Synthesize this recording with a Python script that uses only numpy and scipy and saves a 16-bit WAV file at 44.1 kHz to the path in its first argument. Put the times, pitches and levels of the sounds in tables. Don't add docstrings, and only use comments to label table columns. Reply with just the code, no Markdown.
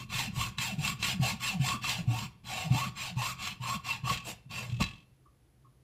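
import sys
import numpy as np
from scipy import signal
from scipy.io import wavfile
from scipy.ndimage import uniform_filter1d

SR = 44100
rng = np.random.default_rng(int(sys.argv[2]) if len(sys.argv) > 2 else 0)


def dump(signal):
    limited = np.clip(np.atleast_2d(signal).T, -1, 1)
    pcm = np.round(limited * 32767).astype(np.int16)
    wavfile.write(sys.argv[1], SR, pcm)


N = 257499
TIME = np.arange(N) / SR


def amp(db):
    return 10 ** (np.asarray(db) / 20)


def unit(x):
    return x / np.sqrt(np.mean(x ** 2) + 1e-20)


def look_up(points, hz):
    pitches, values = np.transpose(points)
    return np.interp(np.log(hz + 1), np.log(pitches + 1), values)


def add(mix, start_s, sound):
    part = mix[max(round(start_s * SR), 0):][:len(sound)]
    part += sound[:len(part)]


def band(x, low_hz, high_hz):
    return signal.sosfilt(signal.butter(3, [low_hz, high_hz], "band", fs=SR, output="sos"), x)


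def colour(x, points, size=8192):
    log_gain = np.log(amp(look_up(points, abs(np.fft.fftfreq(size, 1 / SR)))))
    response = np.exp(np.conj(signal.hilbert(log_gain)))
    taps = np.fft.ifft(response).real[:size // 2]
    return signal.oaconvolve(x, taps)[:len(x)]


def resonate(x, hz, width_hz):
    turn = np.exp(2j * np.pi * np.cumsum(hz) / SR)
    keep = np.exp(-np.pi * width_hz / SR)
    return 2 * (turn * signal.lfilter([1 - keep], [1, -keep], x / turn)).real


def body(x, tones):
    t = np.arange(SR // 5) / SR
    ring = sum(amp(db) * 2 * np.pi * width / SR * np.exp(-np.pi * width * t) * np.cos(2 * np.pi * hz * t)
               for hz, width, db in tones)
    return signal.oaconvolve(x, ring)[:len(x)]


def wander(per_s):
    size = int(SR / per_s)
    return unit(uniform_filter1d(uniform_filter1d(rng.standard_normal(N), size), size))


# start_s, end_s, rasp_db, rasp_rise_db, fizz_db, bite_db, bite_rise_db, shake_db, from_hz, to_hz
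STROKES = [ (-0.102, 0.063, -46.5, 6, -8.5, -47.5, -3, -44, 750, 1150),
           (0.087, 0.308, -34.5, -5, -9, -45.5, -5, -43.5, 1206, 686),
           (0.325, 0.511, -38, 5.5, -6, -41.5, 6, -40, 967, 1130),
           (0.572, 0.786, -38.5, -26, -7.5, -45, -9.5, -44.5, 1040, 650),
           (0.771, 0.952, -36, 8.5, -6.5, -41.5, 7.5, -40.5, 756, 1180),
           (0.986, 1.176, -33, -6, -9, -43.5, 1.5, -41, 1090, 680),
           (1.192, 1.357, -34.5, 3.5, -7.5, -36, -7, -40.5, 675, 924),
           (1.393, 1.592, -36, -17, -8.5, -44.5, 16.5, -46, 1090, 740),
           (1.585, 1.78, -35.5, 5.5, -7, -38, 20.5, -40.5, 745, 1140),
           (1.809, 2.055, -36.5, -21, -10, -43, -9, -43.5, 1104, 660),
           (2.056, 2.284, -42, 7.5, -7, -41, -5, -42.5, 700, 1116),
           (2.434, 2.719, -39, -5, -9.5, -40, 7, -47, 820, 685),
           (2.68, 2.907, -37.5, 7.5, -8.5, -35.5, 6, -41.5, 744, 1137),
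           (2.949, 3.14, -38, -10.5, -10.5, -45, 3.5, -49.5, 1064, 720),
           (3.154, 3.36, -36.5, 1.5, -8, -39, -9.5, -46, 883, 1160),
           (3.373, 3.569, -40, -8, -11, -49, -24.5, -48.5, 1146, 1040),
           (3.596, 3.791, -39, 6, -8, -36.5, 9.5, -45.5, 990, 1130),
           (3.833, 4.018, -40, -21.5, -12, -46.5, -19, -48.5, 1123, 820),
           (4.033, 4.178, -35.5, 9, -9, -40, -14, -41.5, 1025, 1160),
           (4.235, 4.344, -43, 1, -3, -47, 0, -48.5, 803, 724),
           (4.493, 4.835, -50, -47, -10, -53.5, -36, -44.5, 900, 1140),
           (4.797, 4.84, -32.5, 1, -10.5, -37, -16.5, -34.5, 1100, 1110)]


def hand_motion(dwell=1.3):
    speed, blade_hz = np.zeros(N), np.full(N, float(STROKES[0][-2]))
    for start, end, *_, from_hz, to_hz in STROKES:
        angle = np.pi * np.clip((TIME - start) / (end - start), 0, 1)
        travel = (1 - np.tanh(dwell * np.cos(angle)) / np.tanh(dwell)) / 2
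        speed = np.maximum(speed, np.sin(angle))
        blade_hz = np.where(TIME >= start, from_hz + (to_hz - from_hz) * travel, blade_hz)
    return speed, blade_hz


def stroke_level(levels_db, rises_db, speed_power, linger_db, linger_s):
    power = np.zeros(N)
    for (start, end, *_), db, rise_db in zip(STROKES, levels_db, rises_db):
        during = (TIME > start) & (TIME < end)
        progress = (TIME[during] - start) / (end - start)
        pressure = amp(db + rise_db * (progress - .5))
        power[during] += (pressure * np.sin(np.pi * progress) ** speed_power) ** 2
    power = abs(uniform_filter1d(power, size=400))
    keep = np.exp(-np.log(1e6) / (linger_s * SR))
    lingering = amp(linger_db) ** 2 * signal.lfilter([1 - keep], [1, -keep], power)
    return 10 * np.log10(power + lingering + 1e-14)


def teeth(speed, jitter=.06, grip=0.99, slide=0.38, chips_per_s=3500, chip_db=2.5, uneven_db=0.9):
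    teeth_per_s = (165.6 + 540 * speed) * (1 + jitter * wander(90))
    passed = np.cumsum(teeth_per_s) / SR
    contact = slide + np.exp(-(passed % 1) / grip)
    snaps = (rng.random(N) < chips_per_s / SR) * rng.choice([-1, 1], N)
    chips = snaps * amp(chip_db * np.minimum(rng.exponential(1, N), 2.5))
    rubbing = rng.standard_normal(N)
    return unit(contact * (rubbing + 0.5 * unit(chips))) * amp(uneven_db * wander(140))


def moving_contact(x, patchy_db=3.5):
    spectrum = signal.stft(x, nperseg=512, noverlap=384)[2]
    patches = uniform_filter1d(rng.standard_normal(spectrum.shape), size=14, axis=1)
    patches = unit(uniform_filter1d(patches, size=2, axis=0))
    spectrum = spectrum * amp(patchy_db * np.clip(patches, -2, 2))
    return unit(signal.istft(spectrum, nperseg=512, noverlap=384)[1][:N])


# pitch_hz, level_db
SCRAPE_COLOUR = [(150, -19), (300, -14.5), (550, -26.5), (1000, -9.5), (1500, -15), (1900, -9.5),
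                 (2600, -3.5), (4000, -6), (5600, -13), (7800, -14), (9000, -23), (10500, -30.5),
                 (12000, -40), (13300, -29), (15300, -31)]
# pitch_hz, width_hz, level_db
STEEL_TONES = [(1460, 90, -13.5), (1773, 170, -10.5), (2186, 60, -3.5), (2459, 75, -1), (2590, 25, -2),
               (2683, 47, 7), (2910, 37, -4), (3100, 40, -15), (3174, 26, -2.5), (3510, 100, -12.5),
               (4020, 36, -8), (4087, 88, -9.5), (4140, 76, -15.5), (4830, 230, -13.5), (5630, 75, -17),
               (6830, 43, -12), (7210, 55, -8), (7480, 24, -3), (8300, 39, -29), (12200, 100, -15.5),
               (14700, 230, -31.5)]


def rasp(force, level_db, fizz_db, blade_hz, end_echo=0.61, steel_db=3, split_hz=6300):
    returning = np.interp(TIME - 1 / blade_hz, TIME, force)
    along = moving_contact(force + end_echo * returning)
    sideways = moving_contact(force * rng.choice([-1, 1], N))
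    sound = colour(along, SCRAPE_COLOUR) + amp(steel_db) * body(sideways, STEEL_TONES)
    scrape = signal.sosfiltfilt(signal.butter(4, split_hz, fs=SR, output="sos"), sound)
    fizz = sound - scrape
    return amp(level_db) * (amp(0.4) * unit(scrape) + amp(fizz_db - 0.06) * unit(fizz))


# pitch_hz, width_hz, level_db
VISE_TONES = [(737, 16, -13), (760.5, 17, -5), (926, 17, -4.5), (1090, 50, -19.5), (1113, 16, 10),
              (1100, 19, -16.5)]


def bite(force, level_db, blade_hz, waver=0.06, flicker_db=2, blade_db=-8, shared_db=-4, vise_db=-6):
    hz = blade_hz * (1 + waver * wander(50))
    blade = resonate(resonate(force, hz, width_hz=80), hz, width_hz=450)
    blade = unit(blade * amp(flicker_db * wander(35)))
    shared = body(blade, VISE_TONES)
    power = uniform_filter1d(shared ** 2, size=1600) + 0.042 * np.mean(shared ** 2)
    shared = shared / np.sqrt(power)
    vise = unit(body(force, VISE_TONES))
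    swell = uniform_filter1d(amp(level_db), size=1200)
    return swell * (amp(blade_db) * blade + amp(shared_db) * shared + amp(vise_db) * vise)


# time_s, looseness (0 tight, 1 loose)
LOOSENESS = [(4.1, 0.02), (4.125, 1), (4.5, 0.18), (4.8, 0.99)]


def blade_in_slot(force, level_db, blade_hz):
    loose = np.interp(TIME, *np.transpose(LOOSENESS))
    singing = bite(force, level_db, blade_hz)
    scuff = amp(level_db) * unit(band(force, low_hz=450, high_hz=1100))
    return np.sqrt(1 - loose) * singing + np.sqrt(loose) * scuff


# pitch_hz, level_db
BENCH_COLOUR = [(20, -23.5), (45, -12), (65, -5), (80, -6), (105, -5), (124, 5), (145, -7.5), (180, -4),
                (220, -8.5), (255, -21.5), (330, -23), (500, -34), (1000, -55)]


def bench_rumble(level_db, trim_db=-1):
    rumble = colour(rng.standard_normal(N), BENCH_COLOUR)
    power = uniform_filter1d(rumble ** 2, size=2200) + 0.13 * np.mean(rumble ** 2)
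    return amp(level_db + trim_db) * rumble / np.sqrt(power)


# pitch_hz, level_db
AIR_COLOUR = [(15, -46), (25, -19.5), (59, 1), (96, -8.5), (129, 7), (156, -12), (349, -13.5), (582, -22.5),
              (722, -23), (1170, -29), (1620, -29.5), (3340, -33), (8130, -38.5), (10900, -38),
              (15500, -43)]


def air(air_db=-63.5, hiss_hz=11000, hiss_width_hz=300, hiss_db=-86):
    still = unit(colour(rng.standard_normal(N), AIR_COLOUR))
    hiss = unit(body(rng.standard_normal(N), [(hiss_hz, hiss_width_hz, 0)]))
    return amp(air_db) * still + amp(hiss_db) * hiss


# pitch_hz, level_db, ring_s (time to fall 60 dB)
FRAME_TONES = [(1447, -8, 0.18), (1716, -6, 0.23), (2400, -8.5, 0.11), (2620, 3, 0.16), (2640, 6, 0.073),
               (2830, -14.5, .2), (2866, -5.5, .1), (3200, -2, 0.15), (3500, -6, 0.14), (3320, -4.5, 0.16),
               (3950, 1.5, .14), (4190, -24.5, .15), (4530, -14, .11), (4904, -11.5, 0.073),
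               (6368, -20, .15), (7270, -20.5, .12)]


def frame_ring(t):
    ring = sum(amp(db - 60 * t / ring_s) * np.sin(2 * np.pi * (hz * t + rng.random()))
               for hz, db, ring_s in FRAME_TONES)
    return ring / ring[:SR // 250].std()


# time_s, snap_db (crack and ring), thud_db
CATCHES = [(0.1065, -40, -40), (0.125, -30, -31), (0.191, -23, -52), (0.5832, -19.5, -32.5),
           (0.876, -17.5, -30), (1.027, -17, -36), (1.4058, -37, -37.5), (1.686, -20, -27.5),
           (1.8404, -24.5, -28), (1.893, -17.5, -41), (2.9634, -50, -53), (3.218, -26, -28),
           (3.42, -44, -41), (3.4731, -24, -33), (3.703, -45, -31), (3.865, -32, -29.5),
           (4.073, -40.5, -20), (4.098, -27, -18.5), (4.132, -25, -47.5), (4.1733, -25.5, -62),
           (4.5107, -35, -40.5), (4.8056, -24, -24.5), (4.8222, -19.5, -48.5), (4.839, -21.5, -43)]


def tooth_catches(crack_db=-13, ring_db=-18, vise_db=-4, rise_s=.002, crack_s=0.0035, drag_s=0.00397):
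    out, t = np.zeros(N), np.arange(SR // 2) / SR
    hand_damping = np.exp(-t / 0.06)
    for time_s, snap_db, thud_db in CATCHES:
        noise = rng.standard_normal(len(t))
        crack = colour(noise * (1 - np.exp(-t / rise_s)) * np.exp(-t / crack_s), SCRAPE_COLOUR)
        crack = crack / crack[:SR // 250].std()
        add(out, time_s, amp(snap_db) * (amp(crack_db) * crack + amp(ring_db) * frame_ring(t)))
        drag = noise * t * np.exp(-t / drag_s)
        thud = band(body(drag, VISE_TONES), low_hz=700, high_hz=1400) * hand_damping
        add(out, time_s - drag_s, amp(thud_db + vise_db) * thud / abs(thud).max())
    return out


# start_s, peak_db, settled_pitch_hz, ring_s (time to fall 60 dB)
THUMPS = [(0.145, -31.5, 121.2, 0.32), (0.372, -27.5, 116, 0.13), (0.388, -35, 70, 0.2),
          (0.587, -30.5, 120, 0.054), (0.777, -27, 144.3, 0.3), (0.926, -37, 129, 0.1),
          (1.193, -19.5, 137.3, 0.15), (1.215, -21.5, 126.5, 0.18), (1.595, -19.5, 132, 0.22),
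          (2.073, -18.5, 114.5, 0.27), (2.705, -16, 123.3, 0.18), (2.748, -21.5, 137, 0.061),
          (2.862, -38.5, 118.4, 0.24), (3.163, -24.5, 121.4, 0.2), (3.602, -33.5, 120.6, 0.39),
          (4.033, -28, 123.4, 0.14), (4.108, -29, 132, 0.043), (4.455, -44, 131, 0.23),
          (4.69, -36, 120.5, 0.18), (4.722, -25.5, 115, 0.16), (4.785, -33, 85, 0.25),
          (4.808, -20.5, 174, 0.044), (4.815, -34.5, 49, 0.21)]


def vise_thumps(rise_s=0.0049, sag=0.13, sag_s=0.017, upper_ratio=1.7, upper_db=-11, upper_s=0.013):
    out, t = np.zeros(N), np.arange(SR // 2) / SR
    for start_s, peak_db, hz, ring_s in THUMPS:
        phase = 2 * np.pi * np.cumsum(hz * (1 + sag * np.exp(-t / sag_s))) / SR
        upper_tone = amp(upper_db) * np.exp(-t / upper_s) * np.sin(upper_ratio * phase)
        shape = (1 - np.exp(-(t / rise_s) ** 2)) * amp(-60 * t / ring_s)
        thump = (np.sin(phase) + upper_tone) * shape
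        add(out, start_s, amp(peak_db) * thump / abs(thump).max())
    return out


# start_s, length_s, peak_db, from_hz, to_hz
GROANS = [(0.265, 0.057, -35, 245, 158), (0.709, 0.057, -34, 241, 160), (1.126, 0.081, -32, 208, 159),
          (1.316, 0.058, -34.5, 265, 119), (1.53, 0.066, -29.5, 210, 144), (1.731, 0.046, -35.5, 339, 141),
          (1.975, 0.055, -30.5, 197, 139), (2.079, 0.075, -41.5, 255, 340), (2.211, 0.068, -37, 243.4, 130),
          (2.63, 0.08, -31.5, 184, 137), (2.705, 0.07, -35.5, 211, 299), (2.845, 0.062, -38, 239, 140),
          (3.09, 0.094, -41, 206, 151), (3.735, 0.064, -35.5, 265, 118.8), (4.259, 0.063, -49, 364, 270)]


def bench_groans(waver=0.046):
    out, unsteady = np.zeros(N), 1 + waver * wander(120)
    for start_s, length_s, peak_db, from_hz, to_hz in GROANS:
        progress = np.arange(0, length_s, 1 / SR) / length_s
        hz = (from_hz + (to_hz - from_hz) * progress) * unsteady[round(start_s * SR):][:len(progress)]
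        tone = np.sin(2 * np.pi * np.cumsum(hz) / SR)
        add(out, start_s, amp(peak_db) * np.sin(np.pi * progress) ** 2 * tone)
    return out


# start_s, end_s, level_db, fade_db_per_s
RATTLES = [(4.177, 4.235, -33, 260), (4.696, 4.79, -39.5, 49.5), (4.863, 5.03, -35.5, 142)]


def frame_rattles(gap_s=0.023, trim_db=-3, rise_s=.002, damp_s=0.015, scrape_db=-5, scrape_s=.009):
    out, t = np.zeros(N), np.arange(SR // 5) / SR
    for start_s, end_s, level_db, fade_db_per_s in RATTLES:
        for time_s in np.arange(start_s, end_s, gap_s):
            ring = band(frame_ring(t) * np.exp(-t / damp_s), low_hz=2300, high_hz=3700)
            scrape = unit(colour(rng.standard_normal(len(t)), SCRAPE_COLOUR)) * np.exp(-t / scrape_s)
            clink = (1 - np.exp(-t / rise_s)) * (ring + amp(scrape_db) * scrape)
            add(out, time_s, amp(level_db + trim_db - fade_db_per_s * (time_s - start_s)) * clink)
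    return out


# time_s, level_db
NUDGES = [(5.258, -56), (5.651, -56.5)]


def saw_nudges(rub_s=0.0096, lead_s=.008, wood_hz=345, wood_width_hz=50, wood_db=-9):
    out, t = np.zeros(N), np.arange(SR // 4) / SR
    for time_s, level_db in NUDGES:
        rub = rng.standard_normal(len(t)) * t * np.exp(-t / rub_s)
        slot = band(rub, low_hz=1050, high_hz=1260)
        wood = body(rub, [(wood_hz, wood_width_hz, 0)])
        nudge = slot / abs(slot).max() + amp(wood_db) * wood / abs(wood).max()
        add(out, time_s - lead_s, amp(level_db) * nudge)
    return out


# pitch_hz, ring_s (time to fall 60 dB)
ECHO_TIMES = [(120, 0.27), (1000, 0.41), (4000, 0.21), (14000, 0.23)]


def workshop_echo(x, echoes_per_s=2500):
    echoes = rng.choice([-1., 1.], SR // 2) * (rng.random(SR // 2) < echoes_per_s / SR)
    echoes[:SR // 250] = 0
    hz, t, spectrum = signal.stft(echoes, SR, nperseg=256)
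    fade = amp(-60 * t / look_up(ECHO_TIMES, hz)[:, None])
    tail = signal.istft(spectrum * fade, SR, nperseg=256)[1]
    return signal.oaconvolve(x, tail / np.linalg.norm(tail))[:N]


def scene(room_db=-13.5, pressure_db=0.87):
    speed, blade_hz = hand_motion()
    _, _, rasps, rasp_rises, fizzes, bites, bite_rises, shakes, _, _ = np.transpose(STROKES)
    rasp_db = stroke_level(rasps, rasp_rises, speed_power=1.284, linger_db=-15.5, linger_s=0.51)
    fizz_db = stroke_level(rasps + fizzes, rasp_rises, speed_power=1.44, linger_db=-15, linger_s=0.2)
    bite_db = stroke_level(bites, bite_rises, speed_power=1.42, linger_db=-19, linger_s=0.15)
    shake_db = stroke_level(shakes, np.zeros(len(shakes)), speed_power=0.13, linger_db=-5.5, linger_s=.55)
    uneven_db = pressure_db * wander(per_s=45)
    force = teeth(speed)
    direct = blade_in_slot(force, bite_db + uneven_db, blade_hz)
    direct += rasp(force, rasp_db + uneven_db, fizz_db - rasp_db, blade_hz)
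    direct += tooth_catches() + frame_rattles() + saw_nudges()
    direct += bench_rumble(shake_db) + vise_thumps() + bench_groans()
    return (direct + amp(room_db) * workshop_echo(direct) + air())[None]


def record(dry):
    taps = signal.firwin(401, cutoff=15350, window=("kaiser", 9), fs=SR)
    return signal.oaconvolve(dry, taps[None], "same")


dry = scene()
out = record(dry)
dump(out)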